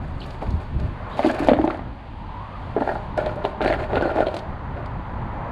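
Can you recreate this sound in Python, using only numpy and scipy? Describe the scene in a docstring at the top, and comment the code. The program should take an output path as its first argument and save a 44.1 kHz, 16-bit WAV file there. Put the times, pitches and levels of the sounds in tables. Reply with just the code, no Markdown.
"""A concrete path outdoors, the microphone on a skateboarder's chest, the board at their feet.
Wind rumbles on the microphone throughout, over far traffic and faint microphone hiss. Soles scuff and
grit snaps; at 1.2 s the tail pops, a shoe drags over the grip tape, and the board lands and clatters,
its maple deck ringing. The wheels whirr briefly as it rolls. From 2.8 s a foot flips the board and
shoves it round, knocking and scraping, the trucks now free to rattle."""
import sys
import numpy as np
from scipy import signal
from scipy.fft import rfft, irfft
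from scipy.io import wavfile
from scipy.ndimage import uniform_filter1d

SR = 44100
rng = np.random.default_rng(int(sys.argv[2]) if len(sys.argv) > 2 else 0)


def transcribe(u):
    """Save the signal u as a 16-bit wav file named by the first command-line argument.

    u: samples, shape (n,) or (channels, n), limited to [-1, 1]; the rate is SR.
    q: integer samples, one column per channel.
    """
    v = np.clip(np.atleast_2d(u).T, -1, 1)
    q = np.round(v * 32767).astype(np.int16)
    wavfile.write(sys.argv[1], SR, q)


N = 243152

# breeze on the microphone (time [s], level [dB])
BREEZE_LEVEL = [(0, -29), (.35, -28.5), (.9, -26.5), (1.15, -33.5), (1.6, -29.5), (2.15, -35), (2.95, -31),
                (3.45, -31), (3.8, -29), (4.1, -28), (4.4, -31.5), (4.7, -30.5), (5.5, -27.5)]
# its rumble (frequency [Hz], gain [dB])
BREEZE_COLOUR = [(12, -18.5), (25, 1.5), (40, 2), (75, 2), (120, 0.5), (190, -9.5), (260, -11),
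                 (400, -20.5), (900, -67.5), (5000, -100)]
# rushes of air as the rider crouches and lands (middle [s], length [s], level [dB])
GUSTS = [(0.527, 0.16, -16.5), (0.765, 0.094, -19), (0.842, 0.08, -20.5), (1.59, 0.096, -25.5),
         (4.492, 0.05, -24.5), (4.739, 0.076, -35)]
# their deeper rumble (frequency [Hz], gain [dB])
GUST_COLOUR = [(12, -18), (25, 2), (45, 1.5), (75, 8), (120, -5), (190, -10.5), (300, -20), (500, -34),
               (900, -68), (5000, -100)]
# a far road (time [s], wash level [dB], tyre roar level [dB], roar centre [Hz])
TRAFFIC = [(0, -38, -56, 895), (.5, -40, -40, 954), (0.85, -39, -53, 991), (1.08, -34, -40.5, 1039),
           (1.6, -33, -54, 985), (1.951, -42.5, -48, 850), (2.36, -38, -44, 955), (2.58, -37, -47, 929),
           (3.101, -36, -37, 949), (4.698, -35, -42, 935.6), (5.5, -31.5, -35.5, 911.5)]
# its broad wash (frequency [Hz], gain [dB])
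TRAFFIC_COLOUR = [(100, -4), (200, 2.5), (330, -10.5), (550, -0.5), (800, -0.5), (1000, -0.5), (1350, -6.5),
                  (2000, -13), (3000, -31), (4600, -63), (6000, -49.5), (15000, -80)]
# faint, steady microphone hiss (time [s], level [dB])
HISS_LEVEL = [(0, -54.5), (1.1, -50), (1.9, -52), (2.6, -49), (4.4, -52.5), (5.5, -52)]
# its spectrum (frequency [Hz], gain [dB])
HISS_COLOUR = [(1000, -1.5), (2400, 2), (3200, -1), (4700, -9.5), (5300, -23.5), (10000, -29.5),
               (12000, -41.5), (15000, -50.5)]
# slides and rolls of sole and board (start [s], end [s], pressure [dB], grittiness [dB])
SLIDES = [(0.005, 1.1, -46.5, 12), (0.186, 0.343, -41.5, 12.5), (0.407, 0.43, -29, 3),
          (0.446, 0.56, -58, 25.5), (0.589, 0.629, -38, 8), (0.778, 0.87, -36.5, 2),
          (1.086, 1.18, -43, 12.5), (1.158, 1.24, -31.5, 12), (1.231, 1.31, -25.5, 9),
          (1.334, 1.36, -27, 5.5), (1.382, 1.513, -26.5, 4.5), (1.553, 1.75, -41.5, 11),
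          (2.583, 2.805, -58, 19), (2.786, 2.869, -32, 3.5), (2.862, 2.957, -35, 8), (2.96, 3.064, -50, 13),
          (3.164, 3.225, -24.5, -2), (3.25, 3.32, -30, -1.5), (3.35, 3.412, -32.5, -6),
          (3.425, 3.492, -31.5, 1.5), (3.61, 3.744, -24, 2.5), (3.781, 3.838, -26, 0),
          (3.886, 3.93, -26, -6), (3.929, 3.982, -20.5, -5.5), (4.015, 4.113, -24, -3),
          (4.14, 4.223, -22, -2.5), (4.251, 4.404, -37, 6.5), (4.752, 4.795, -30.5, -12)]
# ringing of the maple deck and its trucks (frequency [Hz], level [dB], t60 [s])
DECK_MODES = [(450, -17.5, 0.065), (498.3, 6, 0.044), (574, 7, 0.093), (615.4, 5.5, 0.26),
              (680.2, 5.5, 0.1), (770.4, 3.5, 0.13), (849.4, 4.5, 0.074), (1482, 0.5, 0.057),
              (1800, -1, 0.071)]
# higher wood and truck resonances that sing and rattle (frequency [Hz], level [dB], t60 [s])
RATTLE_MODES = [(1389, 11, 0.029), (1660, 9.5, 0.021), (1654, 4, 0.044), (1811, 1.5, 0.053),
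                (2170, -14.5, 0.018), (2296, -11, 0.075), (3170, -18, 0.022), (4060, -5, 0.0059),
                (4220, -10, 0.023)]
# how freely those sing; the feet mute them until the board is loose (time [s], gain [dB])
RATTLE_FREEDOM = [(1.5, -25), (2.8, 8), (4.2, 3.5)]
# the deck flexing in a slide (frequency [Hz], gain [dB])
FLEX_COLOUR = [(130, -22.5), (220, -12), (290, -4), (400, 3), (500, -10), (900, -38.5), (6000, -70)]
# wood rasping on concrete (frequency [Hz], gain [dB])
RASP_COLOUR = [(500, -60.5), (1100, 9.5), (1450, 2), (1900, 0), (2500, 2), (3100, -8), (4300, -20),
               (5300, -36), (9000, -45), (15000, -46.5)]
# crushed grit (frequency [Hz], gain [dB])
GRIT_COLOUR = [(1500, -16), (3000, 13.5), (4500, 13), (5400, 2), (7500, -1.5), (10000, -3), (12500, -12.5),
               (15000, -14.5)]
# soles, wheels and the deck's edge catching as they twist
# (time [s], length [s], level [dB], first pitch [Hz], last pitch [Hz], bandwidth [Hz])
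SCUFFS = [(0.203, 0.0059, -37.5, 4270, 4050, 450), (0.206, 0.052, -45, 3410, 3650, 1600),
          (0.214, 0.011, -39, 2890, 3100, 350), (1.104, 0.072, -46.5, 3480, 3530, 900),
          (1.285, 0.019, -30, 1664, 1640, 120), (1.701, 0.0076, -19, 1190, 1305, 250),
          (3.655, 0.049, -39.5, 4200, 4150, 700), (3.949, 0.023, -42, 1486, 1480, 253),
          (4.014, 0.0397, -29, 1550, 1440, 220), (4.037, 0.067, -50, 4250, 4150, 500),
          (4.069, 0.043, -37, 1434, 1540, 220), (4.205, 0.04, -29.5, 1425, 1415, 200),
          (4.26, 0.017, -37, 3520, 3480, 900)]
# the largest grains snapping under wood or sole (time [s], level [dB], centre [Hz], t60 [s])
GRIT_TICKS = [(0.2615, -48, 11900, .045), (0.3055, -34.5, 3800, 0.027), (0.505, -38, 5450, 0.028),
              (0.799, -42.5, 5400, .035), (1.1775, -46, 6000, .03), (1.266, -41, 9000, 0.11),
              (1.3132, -28, 7500, .009), (1.3452, -35, 8500, 0.02), (1.3906, -38, 10500, .07),
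              (1.432, -42, 9000, .04), (1.444, -39, 7500, .045), (1.4717, -37, 7000, 0.073),
              (1.6165, -46, 7500, 0.014), (1.648, -43, 7500, .035), (1.698, -50, 9000, .03),
              (1.772, -47, 7400, .015), (3.1741, -37, 6560, 0.052), (3.2608, -43, 5400, .035),
              (3.357, -54, 10000, .06), (3.452, -48, 7500, 0.054), (3.622, -36, 5400, .02),
              (3.644, -41, 7500, .04), (3.674, -42, 7540, .045), (3.7365, -46, 7500, 0.023),
              (4.0225, -36, 4500, 0.028), (4.157, -44, 5400, .04), (4.2046, -42, 7000, .03),
              (4.3435, -40, 7500, 0.05), (4.3648, -37.5, 7540, 0.052), (4.3885, -35, 4200, 0.045),
              (4.859, -40, 4200, .025)]
# blows on the board (time [s], strength [dB], weight [0 bare tap to 1 full stamp], crack [dB],
# bending pitch [Hz], ring centre [Hz], crack centre [Hz], clack [dB], t60 under sole or ground [s])
KNOCKS = [(0.423, -22.5, 0.098, -12, 323, 720, 1500, -2, 0.23),
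          (1.1905, -10, 0.16, -11, 263, 715, 2000, 0, 0.39), (1.228, -20, .17, -7, 346, 710, 2600, 3, .1),
          (1.2439, -8, .53, -14, 313, 670, 2000, 1, .35),
          (1.252, -15.5, 0.27, -12.5, 347, 734, 3770, -4.5, .3),
          (1.26, -13.5, 0.56, -8, 334, 654, 3500, 9, .3), (1.268, -14, 0.86, -1, 293, 704, 3800, 3, .3),
          (1.298, -15, 0.36, -1, 252, 686, 1700, 8, 0.22), (1.337, -27, .1, -2, 330, 620, 1700, 0, .1),
          (1.383, -22.5, 0.12, -7, 330, 760, 2100, -2, 0.17),
          (1.401, -17.5, 0.83, -10, 303, 650, 2000, 3, .15),
          (1.422, -15, 0.64, -16, 308, 650, 2000, 3, .15), (1.433, -25, .1, -8, 330, 620, 1500, 1, .1),
          (1.4453, -23, .1, -6, 330, 620, 1400, 1, .15), (1.47, -15, 0.15, -11, 336, 680, 2480, -3, 0.14),
          (1.4838, -1.5, 0.26, -12.5, 295, 674, 2700, 4.5, 0.089),
          (1.4915, -6.5, 0.14, -12, 254, 600, 2340, -9, .3),
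          (1.507, -12.5, .11, -30, 300, 700, 2980, 0, 0.092),
          (1.5145, -3.5, 0.42, -14, 255, 530, 1500, 11.5, 0.053),
          (1.532, -11.5, 0.39, -5, 306, 682, 2570, 9.5, 0.078),
          (1.542, -31, 0.34, -8, 313, 623, 1810, 1, 0.11), (1.565, -21, 0.56, 1, 300, 600, 1680, 0, .1),
          (1.5865, -13, 0.085, -16, 385, 740, 1720, 8.5, 0.068),
          (1.593, -11.5, 0.78, -27, 315, 600, 1500, 1, 0.085), (1.612, -31, .13, 1, 320, 960, 2430, 7, .08),
          (1.6392, -9, 0.46, -23, 308, 790, 1500, 5, 0.25),
          (1.6485, -22.5, 0.64, -18, 328, 780, 1700, 0, .2),
          (1.6745, -14, 0.44, -9.5, 353, 760, 2200, 3, .44),
          (1.705, -20.5, 0.38, 1, 308, 740, 2100, -7, 0.36),
          (1.743, -23.5, 0.092, -5, 313, 800, 1700, 1, 0.41),
          (1.79, -26.5, 0.4, -3, 282, 780, 1780, 9, 0.36),
          (2.7627, -11.5, 0.49, -14, 424, 740, 1600, 5.5, .12),
          (2.775, -14, 0.38, -17, 290, 560, 1510, -4, 0.14),
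          (2.781, -18.5, .32, -15, 340, 705, 1712, 1, 0.13), (2.809, -12.5, .4, -20, 275, 560, 1700, 3, .2),
          (2.819, -14.5, 0.2, -17, 275, 800, 1650, -4, 0.33),
          (2.8728, -15.5, .14, -13, 410, 770, 1630, 1, .4),
          (2.889, -16.5, .25, -5, 382, 800, 1690, -1, 0.36),
          (2.912, -19.5, .11, -12, 387, 669, 1430, -1, .3),
          (2.9515, -18.5, 0.12, -10, 367, 830, 1300, -6, 0.26),
          (3.174, -13, 0.085, -15.5, 348.6, 620, 2200, 2, 0.47),
          (3.187, -15.5, .1, -13, 401, 613, 1500, -3, .35), (3.2598, -14, .08, -13, 379, 610, 2980, 0, 0.5),
          (3.366, -27, .1, -26, 380, 620, 3000, -1, 0.99), (3.441, -19, 0.22, -15, 396, 624, 3007, -1, .15),
          (3.4485, -12.5, 0.23, -10.5, 412, 755, 3250, 0, 0.3),
          (3.605, -16.5, .2, -8, 440, 718, 1400, 9.5, 0.065),
          (3.614, -16, 0.26, -7, 374, 620, 2870, 0, 0.15),
          (3.621, -20.5, .22, -11, 380, 644, 3870, 1, 0.11), (3.637, -22, .09, -1, 382, 600, 1720, 1, .08),
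          (3.646, -12.5, 0.2, -10, 298, 624, 2340, 4, .1),
          (3.658, -10.5, 0.35, -6, 370, 600, 1700, 0, 0.19),
          (3.6764, -15.5, .036, -5, 367, 640, 2770, 1, .15),
          (3.6985, -14.5, 0.17, -3.5, 317, 595, 2000, 3, 0.16),
          (3.706, -17.5, .06, -12, 340, 610, 1700, 3, .4), (3.724, -22, 0.052, 4, 345.6, 645, 2140, 3, .15),
          (3.736, -23, .083, 2, 360, 604, 1900, 2, .15),
          (3.801, -19, 0.17, -15.5, 368, 620, 2400, -7, 0.33),
          (3.837, -29.5, .1, -0.5, 360, 620, 2280, 0, 0.13),
          (3.93, -14, 0.35, -13, 420, 593, 2560, 2.5, 0.082),
          (3.9545, -18.5, .11, -6, 382, 593, 3200, 2, .06),
          (3.9677, -11.5, 0.24, -22, 290, 560, 1500, 7, .04),
          (4.009, -15, .093, -14, 350, 600, 3280, 4, .05),
          (4.0225, -11, 0.25, -16, 356, 560, 1500, -5, 0.036),
          (4.054, -11, .28, -27, 338, 565, 1500, 10.5, 0.049),
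          (4.075, -19.5, 0.097, -13, 358, 578, 1550, 7, 0.091), (4.092, -25, .1, -6, 360, 950, 1400, 3, .1),
          (4.113, -20, .1, -12, 360, 587, 2440, 5, .2), (4.159, -13.5, 0.29, -25, 338, 600, 2000, -7, 0.26),
          (4.178, -15.5, 0.12, -22, 406.3, 765, 1710, 3, .2),
          (4.184, -11, 0.1, -19, 446, 583, 2001, 2, 0.14), (4.2028, -9, .1, -18, 322.7, 616, 3070, 1, 0.16),
          (4.224, -16.5, .13, -21, 374, 620, 1450, -2, .3),
          (4.2665, -14.5, 0.22, -11.5, 379, 615, 3430, 2, .2),
          (4.282, -19, 0.047, -15, 405, 610, 3600, 2, .15), (4.34, -20, .22, -11, 338, 623, 3430, -8, 0.34),
          (4.365, -22, .1, -7, 363, 620, 3600, 4, .3)]
# wood cracking on concrete (frequency [Hz], gain [dB])
CRACK_COLOUR = [(600, -28.5), (1100, 9.5), (1600, 11.5), (2000, 7), (2500, 1), (3200, -1.5), (4400, -3),
                (5300, -28.5), (9000, -14.5), (15000, -36.5)]
# what the deck gives to the air: little bass from so small a board, little treble from so soft
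# a contact (frequency [Hz], gain [dB])
DECK_RADIATION = [(60, -36.5), (150, -7), (250, 0.5), (900, 2), (2000, -12.5), (4200, -18), (5500, -38),
                  (15000, -49)]
# wheels of the rolling board (time [s], level [dB], pitch [Hz])
WHEEL_WHIRR = [(2.05, -70, 900), (2.22, -42.5, 930), (2.35, -36.5, 950), (2.44, -39, 1070),
               (2.5, -50, 1150), (2.555, -37, 1190), (2.63, -69, 1200)]
# scatter from ground and nearby walls (frequency [Hz], gain [dB])
SCATTER_COLOUR = [(200, 1.5), (1500, 1.5), (5000, -3.5), (12000, -10.5)]


def undb(db):
    """Decibels to gain."""
    return 10 ** (np.asarray(db) / 20)


def unit(x):
    """Scale to rms 1."""
    return x / np.sqrt(np.mean(x ** 2) + 1e-18)


def even(x, seconds):
    """Hold a noise near rms 1 over spans longer than this."""
    return x / np.sqrt(uniform_filter1d(x ** 2, int(seconds * SR)) + 1e-12)


def curves(rows):
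    """Join timed rows by straight lines: one curve for each column after the time."""
    times, *columns = np.transpose(rows)
    return np.squeeze([np.interp(np.arange(N) / SR, times, column) for column in columns])


def add(track, time, sound):
    """Mix a sound into a track at a time in seconds."""
    start = int(time * SR)
    track[start:start + len(sound)] += sound[:N - start]


def fade(t, t60):
    """Exponential decay, 60 dB down after t60."""
    return np.exp(-np.log(1000) * t / t60)


def colour(x, points, size=8192):
    """Causal filter through (frequency [Hz], gain [dB]) points, built from its cepstrum."""
    hz, db = np.transpose(points)
    grid = np.maximum(np.arange(size // 2 + 1) * SR / size, 1)
    cepstrum = irfft(np.log(undb(np.interp(np.log(grid), np.log(hz), db))))
    cepstrum[1:size // 2] *= 2
    cepstrum[size // 2 + 1:] = 0
    impulse = irfft(np.exp(rfft(cepstrum)))[:size // 2]
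    return signal.fftconvolve(x, impulse)[:len(x)]


def noise(points, samples=N):
    """Noise of a given colour."""
    return colour(rng.standard_normal(samples), points)


def favour(table, hz, db_per_octave):
    """A gain in dB for each row of a table, falling away on both sides of one pitch."""
    return -db_per_octave * np.abs(np.log2(np.transpose(table)[0] / hz))


def focused_noise(points, centre_hz, samples, db_per_octave):
    """Coloured noise at rms 1, weighted towards one pitch."""
    hz, db = np.transpose(points)
    return unit(noise(np.column_stack([hz, db + favour(points, centre_hz, db_per_octave)]), samples))


def narrow_noise(hz, width_hz):
    """Noise in a narrow band around a moving centre."""
    lowpass = signal.butter(3, width_hz / 2, fs=SR, output="sos")
    slow = signal.sosfilt(lowpass, rng.standard_normal((2, len(hz) + SR // 20)))[:, -len(hz):]
    phase = 2 * np.pi * np.cumsum(hz) / SR
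    return unit(slow[0] * np.cos(phase) + slow[1] * np.sin(phase))


def wander(per_s):
    """Smooth random drift at rms 1."""
    hold = int(SR / per_s)
    steps = rng.standard_normal(N // 100)[np.arange(N) // hold]
    return unit(uniform_filter1d(uniform_filter1d(steps, hold), hold))


def grains(per_s, spread_db):
    """Random clicks, a few much larger than the rest."""
    sizes = undb(spread_db * np.minimum(rng.exponential(size=N), 4))
    return unit((rng.random(N) < per_s / SR) * rng.choice([-1, 1], N) * sizes)


def mode_rings(modes, t, detune=1):
    """Each mode as a fading sine, one row a mode."""
    hz, db, t60 = np.transpose(modes)[:, :, None]
    return undb(db) * np.sin(2 * np.pi * hz * detune * t) * fade(t, t60)


def wind(buffet_db=3.5):
    """Eddies buffet the microphone in a steady breeze; deeper gusts swell and sink on top."""
    t, gust_power = np.arange(N) / SR, np.zeros(N)
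    breeze = even(noise(BREEZE_COLOUR), 0.033)
    breeze *= undb(curves(BREEZE_LEVEL) + buffet_db * np.tanh(wander(per_s=16)))
    for middle, length, db in GUSTS:
        swell = np.cos(np.pi * np.clip((t - middle) / length, -0.5, 0.5))
        gust_power += (undb(db) * swell) ** 2
    return breeze + even(noise(GUST_COLOUR), 0.071) * np.sqrt(gust_power)


def traffic(waver_db=1):
    """A far road: a broad wash, and a band of tyre roar that drifts in pitch as cars go by."""
    wash_db, roar_db, roar_hz = curves(TRAFFIC)
    wash = unit(noise(TRAFFIC_COLOUR)) * undb(wash_db + waver_db * wander(per_s=11))
    roar = narrow_noise(roar_hz, width_hz=230) * undb(roar_db + waver_db * wander(per_s=9.5))
    return wash + roar


def mic_hiss():
    """Faint, steady microphone hiss behind everything."""
    return unit(noise(HISS_COLOUR)) * undb(curves(HISS_LEVEL))


def slide_levels(attack_s=0.017, sag_db_per_s=6, release_t60=0.22, rasp_db=-9, hiss_db=-26):
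    """Rumble, rasp and hiss envelopes: a slide bites, loses pressure as it slows and dies away."""
    power = np.zeros((3, N))
    for start, end, pressure_db, grit_db in SLIDES:
        age = np.arange(0, end - start + release_t60, 1 / SR)
        contact = np.minimum(age / attack_s, 1) * undb(pressure_db - sag_db_per_s * age)
        contact *= fade(np.maximum(start + age - end, 0), release_t60)
        # grit adds hiss, and a share of that to the rasp
        for track, db in zip(power, [0, rasp_db + 0.18 * grit_db, hiss_db + grit_db]):
            add(track, start, (undb(db) * contact) ** 2)
    return np.sqrt(power)


def shake(force, modes):
    """Drive a set of modes with a force; neighbours swing in opposite directions."""
    response = (-1) ** np.arange(len(modes)) @ mode_rings(modes, np.arange(SR // 4) / SR)
    return unit(signal.fftconvolve(force, response)[:N])


def grit_crunch(dust_db=-3):
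    """Chips of grit snap, each size pinging at its own pitch, over the hiss of fine dust."""
    chips, t = np.zeros(N), np.arange(SR // 40) / SR
    for hz in np.geomspace(2600, 13500, 14):
        ping = np.sin(2 * np.pi * hz * rng.uniform(0.95, 1.05) * t) * fade(t, t60=0.007)
        chips += np.sqrt(hz) * unit(signal.fftconvolve(grains(per_s=520, spread_db=3.5), ping)[:N])
    return unit(colour(chips, GRIT_COLOUR)) + undb(dust_db) * unit(noise(GRIT_COLOUR))


def scrapes(flex_db=-4, judder_db=3):
    """Slides catch and slip on the grain of the concrete; the tiny blows shake the deck, rasp and hiss."""
    catches = grains(per_s=800, spread_db=2.5)
    flexing = unit(colour(grains(per_s=790, spread_db=4), FLEX_COLOUR))
    rumble = even(shake(catches, DECK_MODES) + undb(flex_db) * flexing, 0.027)
    singing = undb(curves(RATTLE_FREEDOM)) * shake(catches, RATTLE_MODES)
    stick_slip = undb(judder_db * wander(per_s=110))
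    rasp = even((singing + unit(colour(catches, RASP_COLOUR))) * stick_slip, 0.22)
    hiss = even(grit_crunch(), 0.09)
    return (slide_levels() * [rumble, rasp, hiss]).sum(axis=0)


def scuffs():
    """A sole, wheel or edge skids a little, with a short chirp that glides."""
    track = np.zeros(N)
    for time, length, db, from_hz, to_hz, width_hz in SCUFFS:
        swell = signal.windows.tukey(int(length * SR))
        chirp = narrow_noise(np.linspace(from_hz, to_hz, len(swell)), width_hz)
        add(track, time, undb(db) * swell * chirp)
    return track


def grit_ticks(trim_db=-0.5, attack_s=0.0011):
    """Single grains burst with a short, bright crackle, each at its own pitch."""
    track, t = np.zeros(N), np.arange(SR // 16) / SR
    for time, db, centre_hz, t60 in GRIT_TICKS:
        burst = focused_noise(GRIT_COLOUR, centre_hz, len(t), db_per_octave=7)
        add(track, time, undb(db + trim_db) * burst * np.minimum(t / attack_s, 1) * fade(t, t60))
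    return track


def strike(modes, centre_hz, t, db_per_octave, detune_spread):
    """The place of a blow decides which modes ring most, and which way each swings."""
    shares = undb(favour(modes, centre_hz, db_per_octave)) * rng.choice([-1, 1], len(modes))
    return shares @ mode_rings(modes, t, 1 + detune_spread * rng.standard_normal((len(modes), 1)))


def contact_crack(t, centre_hz, freedom_db, snap_db=6, crumble_db=-12, truck_db=-5, attack_s=0.00053):
    """Hard contact snaps on the concrete, crumbles briefly and rattles the trucks."""
    snap = focused_noise(CRACK_COLOUR, centre_hz, len(t), db_per_octave=11)
    snap *= np.minimum(t / attack_s, 1) * (fade(t, t60=0.0067) + undb(crumble_db) * fade(t, t60=0.08))
    rattle = strike(RATTLE_MODES, centre_hz, t, db_per_octave=11, detune_spread=0.022)
    rattle *= 1 - fade(t, t60=0.036)  # builds just behind the snap
    return undb(snap_db) * snap + undb(truck_db + freedom_db) * rattle


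def knocks(thud_db=7, ring_db=2, bend_t60=0.077, choke_s=0.055, lag_s=0.001716):
    """The weight of a blow bends and twists the deck; its bare tap rings, clacks and cracks."""
    deck, cracks, t = np.zeros(N), np.zeros(N), np.arange(SR // 4) / SR
    for time, strength_db, weight, crack_db, bend_hz, ring_hz, crack_hz, clack_db, damping_t60 in KNOCKS:
        push, tap = undb(strength_db) * weight, undb(strength_db) * (1 - weight)
        bend, twist = (bend_hz, 0, bend_t60), (bend_hz * 1.07, -8, bend_t60 / 2)
        thud = mode_rings([bend, twist], t).sum(axis=0)
        ring = unit(strike(DECK_MODES, ring_hz, t, db_per_octave=14, detune_spread=0.019))
        ring *= np.std(thud) * fade(t, damping_t60)
        # sole or ground closes on the deck and chokes the bending
        thud *= np.exp(-(t / choke_s) ** 2)
        # the struck spot moves first, and the ring follows in the same direction
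        clack = np.sin(2 * np.pi * ring_hz * t) * fade(t, t60=0.01)
        ring *= np.sign(ring @ clack)
        wood = undb(ring_db) * ring + undb(clack_db) * clack
        add(deck, time + lag_s, push * undb(thud_db) * thud + tap * wood)
        freedom_db = np.interp(time, *np.transpose(RATTLE_FREEDOM))
        add(cracks, time + lag_s, tap * undb(crack_db) * contact_crack(t, crack_hz, freedom_db))
    return colour(deck, DECK_RADIATION) + cracks


def wheel_whirr():
    """The free wheels sing softly, rising in pitch as the board rolls off."""
    db, hz = curves(WHEEL_WHIRR)
    return even(narrow_noise(hz, width_hz=190), 0.026) * undb(db)


def outdoors(direct, wet_db=-19, t60=0.83, attack_s=0.0022):
    """Ground and nearby walls scatter a faint, dull tail back to the microphone."""
    t = np.arange(SR // 2) / SR
    tail = noise(SCATTER_COLOUR, len(t)) * fade(t, t60) * np.minimum(t / attack_s, 1)
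    tail /= np.linalg.norm(tail)
    return direct + undb(wet_db) * signal.fftconvolve(direct, tail)[:N]


def scene():
    """In mono from chest height: the board close below, wind on the microphone, the road far off."""
    board = knocks() + scrapes() + scuffs() + grit_ticks() + wheel_whirr()
    return (outdoors(board) + wind() + traffic() + mic_hiss())[None]


def record(dry, top_hz=14700):
    """The chest-worn camera rounds the loudest peaks and cuts the top."""
    rounded = 1.042 * np.tanh(dry / 1.386)
    return signal.sosfilt(signal.ellip(8, 0.2, 70, top_hz, fs=SR, output="sos"), rounded)


dry = scene()
out = record(dry)
transcribe(out)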